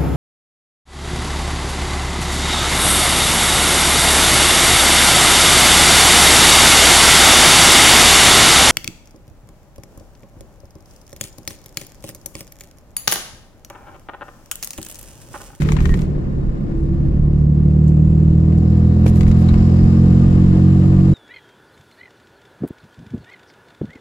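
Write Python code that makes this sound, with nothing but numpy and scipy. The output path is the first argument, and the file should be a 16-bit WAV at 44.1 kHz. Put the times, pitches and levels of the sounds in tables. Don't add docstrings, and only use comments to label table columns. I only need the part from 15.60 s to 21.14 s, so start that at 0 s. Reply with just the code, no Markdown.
import sys
import numpy as np
from scipy import signal
from scipy.fft import rfft, irfft
from scipy.io import wavfile
from scipy.ndimage import uniform_filter1d, minimum_filter1d

SR = 44100
rng = np.random.default_rng(int(sys.argv[2]) if len(sys.argv) > 2 else 0)


def dump_mix(stems):
    frames = np.atleast_2d(stems).T
    limited = np.clip(frames, -1, 1)
    pcm = np.round(limited * 32767).astype(np.int16)
    wavfile.write(sys.argv[1], SR, pcm)


N = 244314
TIME = np.arange(N) / SR
FREQS = np.fft.rfftfreq(N, 1 / SR)


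def amp(db):
    return 10 ** (np.asarray(db) / 20)


def unit_rms(x):
    return x / np.sqrt(np.mean(x ** 2) + 1e-20)


def read(points, hz):
    f, value = np.transpose(points)
    return np.interp(np.log(hz + 1), np.log(f + 1), value)


def curve(rows):
    return np.interp(TIME, *np.transpose(rows))


def wander(hz, step=16):
    coarse = TIME[::step]
    f = np.fft.rfftfreq(len(coarse), step / SR)
    slow = irfft(rfft(rng.standard_normal(len(coarse))) / (1 + (f / hz) ** 4), len(coarse))
    return np.interp(TIME, coarse, unit_rms(slow))


def window(start, end, edge):
    return np.sin(np.pi / 2 * np.clip(np.minimum(TIME - start, end - TIME) / edge, 0, 1)) ** 2


def swell(at, half_width, along=TIME):
    return np.exp(-((along - at) / half_width) ** 2)


def panned(lean_db):
    return amp(np.array([lean_db, -lean_db]).reshape(2, -1) / 2)


def noise(gain):
    # (frequency [Hz], likeness [-1 to 1])
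    likeness = [(60, 0.95), (130, 0.88), (290, 0.58), (640, -0.025), (1410, -0.44), (3100, 0.029),
                (6820, -0.16), (15000, 0.96)]
    # (frequency [Hz], left minus right [dB])
    balance = [(60, -1), (110, -0.5), (200, -3.5), (380, 5.5), (700, 2.5), (1290, 1), (2380, 1.5),
               (4400, 4.5), (8120, 5.5), (15000, -2.5)]
    left, other = rfft(rng.standard_normal((2, N)))
    same = np.clip(read(likeness, FREQS), -1, 1)
    right = same * left + np.sqrt(1 - same ** 2) * other
    pair = np.array([left, right]) * panned(read(balance, FREQS))
    return unit_rms(irfft(pair * gain, N))


def band(hz, half_width):
    return noise(1 / (1 + ((FREQS - hz) / half_width) ** 4))


def coloured(x, points):
    log_gain = np.log(amp(read(points, abs(np.fft.fftfreq(2048, 1 / SR)))))
    taps = np.fft.ifft(np.exp(np.conj(signal.hilbert(log_gain)))).real[:1024]
    return signal.oaconvolve(x, taps[None] / np.linalg.norm(taps), axes=1)[:, :N]


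def cabin_ripple(ripple_db=2.43):
    ripple = uniform_filter1d(uniform_filter1d(rng.standard_normal(len(FREQS)), 200), 200)
    return amp(ripple_db * unit_rms(ripple))


def road(rough_db, split_hz=110):
    # (frequency [Hz], level [dB])
    spectrum = [(10, -6), (24, 0.5), (40, 1), (62, -1), (85, -8.5), (110, -7.5), (150, -1.5), (220, -9.5),
                (270, -13.5), (335, -12.5), (400, -22), (500, -22), (620, -29), (900, -38.5)]
    # (time [s], half length [s], level [dB])
    bumps = [(.22, .04, -16), (.31, .05, -15), (.89, .04, -19), (3.5, .04, -20), (3.65, .07, -15.5),
             (3.94, .07, -14), (4.23, .04, -15)]
    colour = amp(read(spectrum, FREQS)) / (1 + (FREQS / 900) ** 4)
    low_share = 1 / (1 + (FREQS / split_hz) ** 8)
    jolts = sum(amp(db) * swell(at, half_length) for at, half_length, db in bumps)
    thumps = noise(colour * np.sqrt(low_share))
    thumps *= np.hypot(amp(-25.5 + rough_db + 3 * wander(1.1)), jolts)
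    roar = noise(colour * np.sqrt(1 - low_share)) * amp(-24.5 + 0.29 * rough_db)
    return thumps + roar


def drones():
    # (frequency [Hz], waver [Hz], level [dB], start [s], end [s])
    tones = [(28, 2, -30, .3, 1.85), (330, 2.5, -28.5, 1.05, 1.55), (733, 16, -47, 2.5, 6.2),
             (398, 4, -34, .23, .37), (440, 8, -34, .06, .14)]
    out = np.zeros((2, N))
    for hz, waver_hz, db, start, end in tones:
        phase = 2 * np.pi * np.cumsum(hz + waver_hz * wander(25)) / SR
        side_shift = np.array([[1], [-1]]) * hz / 1400
        level = amp(db + 0.25 * wander(24)) * window(start, end, edge=0.16 * (end - start))
        out += np.sqrt(2) * np.sin(phase + side_shift) * level
    return out


def air_rush(beat, revs, rough_db):
    # (frequency [Hz], level [dB])
    spectrum = [(330, -1.5), (420, 6.5), (540, 1), (680, -3), (800, -2.5), (970, -3.5), (1130, -2.5),
                (1300, -8), (1450, -9.5), (1850, -13), (2400, -19), (3500, -26), (7000, -36.5),
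                (15000, -62.5)]
    air = noise(cabin_ripple() * amp(read(spectrum, FREQS)) / (1 + (300 / (FREQS + 1)) ** 4))
    level_db = -46 + 9 * revs ** 1.4 + 0.6 * rough_db + 1.1 * wander(20)
    return air * amp(level_db) * (1 + 0.048 * beat)


def gas_rasp(beat, revs):
    # (frequency [Hz], level [dB])
    spectrum = [(1200, -17), (2000, -8.5), (2800, 1.5), (3400, -3), (4200, 0.5), (5100, 0), (6050, -8.5),
                (7150, -0.5), (7900, -8), (8600, -13), (10000, -17.5), (11000, -14.5), (13500, -23.5),
                (15700, -38.5)]
    gas = noise(cabin_ripple() * amp(read(spectrum, FREQS)))
    level_db = -63 + 12.5 * revs ** 1.2 + 0.5 * wander(15)
    return gas * amp(level_db) * (1 + 0.17 * beat)


def trim_buzz(beat, rate):
    # (frequency [Hz], half width [Hz], level [dB],
    # pulse rate that shakes it most [1/s], reach around that rate [1/s], flicker [dB])
    pieces = [(1600, 350, -59.5, 35.6, 1, 1), (2600, 250, -63.5, 38.6, 1.3, 2),
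              (7250, 700, -64.5, 38.8, 1.7, 1.2), (3920, 350, -64, 42.3, 1.8, 1),
              (5200, 700, -64, 40.9, .4, 1), (5000, 530, -55, 43.5, .7, 3.3),
              (3090, 660, -60, 45.5, 1, 1.5), (11500, 1500, -74, 46.5, 1, 1)]
    out = np.zeros((2, N))
    for hz, half_width, db, best_rate, reach, flicker_db in pieces:
        shaking = swell(best_rate, reach, along=rate)
        out += band(hz, half_width) * shaking * amp(db + flicker_db * wander(40))
    return out * (1 + 0.48 * beat)


def body_thud(at_s=3.463):
    # (frequency [Hz], level [dB], time to fade by 60 dB [s])
    modes = [(235, -17, .06), (315, -16, .05), (405, -15, .045), (510, -22, .035), (640, -25, .03)]
    age = np.maximum(TIME - at_s, 0)
    return sum(amp(db - 60 * age / t60) * np.sin(2 * np.pi * hz * age) for hz, db, t60 in modes)


def trim_ping(at_s=3.887, decay_s=0.01):
    envelope = (TIME > at_s) * np.exp(-abs(TIME - at_s) / decay_s)
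    return band(hz=3930, half_width=390) * amp(-34.5) * envelope


def knocks(rise_s=0.00035, ring_s=0.0036, tail_s=0.018, size=4096):
    # (time [s], level [dB], treble [dB], left minus right [dB])
    hits = [(0.0189, -26, -17, 18), (.0496, -30, -34, 11), (0.088, -15, -29, 8.5), (0.1194, -18, -14, 6),
            (0.166, -20, -25, 11), (.1865, -24, -50, 15), (0.2032, -25, -20, 11), (.2546, -18.5, -22, 11),
            (0.2922, -24.5, -26, 6), (.3398, -21.5, -22.5, 7.5), (.39, -29, -21, 13),
            (0.417, -31.5, -10, 0), (2.2788, -45.5, 0.5, 0), (2.923, -35, -28, 7), (3.464, -18, -26, -1),
            (3.608, -22, -20, 12), (3.6308, -31, -18, 14), (3.6647, -28, -34, 13), (3.68, -28, -20, 7),
            (3.7129, -26.5, -17.5, 10.5), (3.8886, -26, -24.5, 9), (3.9403, -26, -24, 6)]
    # (frequency [Hz], level [dB])
    spectrum = [(150, -18), (400, -6.5), (650, -1.5), (1050, 4), (1350, -3), (1600, -4), (2200, 0),
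                (2700, -6), (3800, -6.5), (5500, -9.5), (7200, -4), (9500, -19.5), (12000, -23),
                (15700, -28)]
    out = np.zeros((2, N + size))
    t, hz = np.arange(size) / SR, np.fft.rfftfreq(size, 1 / SR)
    envelope = (1 - np.exp(-t / rise_s)) * (np.exp(-t / ring_s) + amp(-16) * np.exp(-t / tail_s))
    fade = np.minimum(1, 2 * (1 - t / t[-1]))
    for at, db, treble_db, lean_db in hits:
        tilt_db = read([(1000, -1.5), (2500, 0), (8000, treble_db + 11)], hz)
        burst = irfft(rfft(rng.standard_normal((2, size)) * envelope) * amp(tilt_db))
        start = round(at * SR)
        out[:, start:start + size] += amp(db - 2.5) * burst * fade * panned(lean_db)
    return coloured(out[:, :N], spectrum)


def camera_rubs(ticks_per_s=500):
    # (start [s], length [s], level [dB])
    strokes = [(0, .042, -42.5), (0.063, 0.1, -48.5), (0.193, 0.17, -49.5), (0.357, .088, -53),
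               (1.17, 0.087, -64.5), (2.273, 0.041, -56.5), (2.972, .022, -52), (3.455, 0.052, -40.5),
               (3.544, .086, -49), (3.668, 0.031, -49), (3.774, 0.06, -51)]
    # (frequency [Hz], level [dB])
    spectrum = [(600, -18.5), (1100, -1), (2200, 0), (4000, -1.5), (5500, -1), (7200, -1), (9500, -3.5),
                (12500, -3.5), (15700, -17)]
    envelope = sum(amp(db) * window(at, at + length, edge=0.0065) for at, length, db in strokes)
    ticks = rng.random(N) < ticks_per_s / SR
    tick_gain = amp(4 * np.minimum(rng.exponential(1, N), 4))
    slips = amp(-4) * unit_rms(ticks * tick_gain * rng.standard_normal((2, N)))
    scrape = amp(-3) * unit_rms(rng.standard_normal((2, N)) * amp(1.5 * wander(120)))
    return coloured((slips + scrape) * envelope, spectrum) * panned(-0.5)


def jacket_rustle(settled_s=0.45):
    # (frequency [Hz], level [dB])
    spectrum = [(300, -2), (500, 3), (700, -4), (1100, 4), (2200, 2.5), (3000, -4), (5500, -8.5),
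                (7200, -10.5), (9500, -18.5), (15700, -27)]
    level_db = -39 - 25.5 * TIME - 99.5 * np.maximum(TIME - settled_s, 0)
    rustle = rng.standard_normal((2, N)) * amp(level_db + 1.5 * wander(60))
    return coloured(rustle, spectrum) * panned(3.4)


def finger_squeaks(start_hz=1860, sink_hz_per_s=730):
    # (start [s], length [s], level [dB])
    slips = [(.24, .034, -34), (.283, 0.082, -39.5)]
    out = np.zeros(N)
    for at, length, db in slips:
        hz = start_hz - sink_hz_per_s * np.clip(TIME - at, 0, length) + 45 * wander(340)
        tone = np.sqrt(2) * np.sin(2 * np.pi * np.cumsum(hz) / SR)
        out += tone * amp(db + 1.4 * wander(120)) * window(at, at + length, edge=0.02)
    return out * panned(1.3)


def exhaust_boom(pulses, rate, revs, load_db):
    harmonics = [0.23, 0, .6, -4.5, -14, -14, -19]
    # (frequency [Hz], level [dB])
    resonances = [(72, -15.5), (80, -15), (85, -13.5), (93, -16.5), (110, -23.5), (120, -18.5), (128, -15),
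                  (157, -12.5), (167, -18.5), (175, -15.5), (186, -15), (199, -16), (210, -12.5),
                  (223, -14), (237, -29), (247, -19), (298, -17.5), (320, -9), (345, -12.5), (375, -19.5)]
    boom = np.zeros(N)
    for k, db in enumerate(harmonics, 2):
        lag = (0.4 + 0.4 * revs) * (abs(k - 3) ** 1.4 - 0.45)
        level = amp(db + read(resonances, k * rate) + load_db + 0.54 * wander(5.7))
        boom -= np.sqrt(2) * level * np.cos(2 * np.pi * k * pulses - lag)
    return boom * amp(0.07 * wander(11)) * panned(-1.1)


def exhaust_burr(pulses, rate, revs, load_db):
    # (frequency [Hz], level [dB])
    pipe = [(300, -37.5), (340, -32.5), (380, -37), (410, -44.5), (455, -45), (495, -42), (540, -57),
            (600, -48), (670, -65), (735, -49.5), (790, -69.5), (950, -63), (1150, -65)]
    burble_db = 12.3 * swell(at=0.6, half_width=0.28)
    drive_db = load_db - 3 + 4 * revs + burble_db
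    burr = np.zeros((2, N))
    for k in range(9, 25):
        level = amp(read(pipe, k * rate) + drive_db + 2 * wander(1))
        phase = 2 * np.pi * (k * pulses + rng.random()) + 0.47 * wander(15)
        side_shift = rng.normal(0, 0.032 * k, (2, 1))
        burr += np.sqrt(2) * level * np.cos(phase + side_shift)
    return burr * (1 + 0.24 * wander(25))


def scene():
    # (time [s], exhaust pulse rate [1/s])
    engine_speed = [(0, 37.7), (.45, 37.3), (.65, 35.6), (.85, 36.1), (1.15, 35.2), (1.52, 35.95),
                    (1.7, 36.9), (2, 37.25), (2.65, 39.35), (3.15, 41.05), (3.62, 42.4), (4.35, 44),
                    (5.54, 46.7)]
    # (time [s], level [dB])
    throttle = [(0, -7), (.28, -7), (.5, -11.5), (.75, -20), (1.15, -15.5), (1.36, -8.5), (1.54, -7.5),
                (1.7, -4), (1.95, -1.5), (5.54, 0)]
    # (time [s], roughness [dB])
    surface = [(0, 6), (1.55, 3), (1.8, 1.5), (4.3, 3), (5.54, 1.5)]
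    rate, load_db, rough_db = curve(engine_speed), curve(throttle), curve(surface)
    pulses = np.cumsum(rate) / SR
    beat = np.cos(2 * np.pi * pulses)
    revs = np.interp(rate, [37.3, 43.07], [0, 1])
    exhaust = exhaust_boom(pulses, rate, revs, load_db) + exhaust_burr(pulses, rate, revs, load_db)
    hiss = air_rush(beat, revs, rough_db) + gas_rasp(beat, revs)
    car = trim_buzz(beat, rate) + road(rough_db) + drones() + body_thud()
    clicks = knocks() + trim_ping()
    handling = camera_rubs() + jacket_rustle() + finger_squeaks()
    return exhaust + hiss + car + clicks + handling


def record(dry, low_cut_hz=12, high_cut_hz=15800, ceiling=0.99):
    x = signal.sosfilt(signal.butter(2, low_cut_hz, "high", fs=SR, output="sos"), dry)
    safe_gain = ceiling / np.maximum(abs(x).max(0), ceiling)
    held_gain = minimum_filter1d(safe_gain, size=701)
    x *= uniform_filter1d(uniform_filter1d(held_gain, size=351), size=351)
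    x *= window(0, N / SR, edge=0.004)
    low_pass = signal.firwin(511, high_cut_hz, window=("kaiser", 9), fs=SR)
    return signal.oaconvolve(x, low_pass[None], "same")


dry = scene()
out = record(dry)
dump_mix(out)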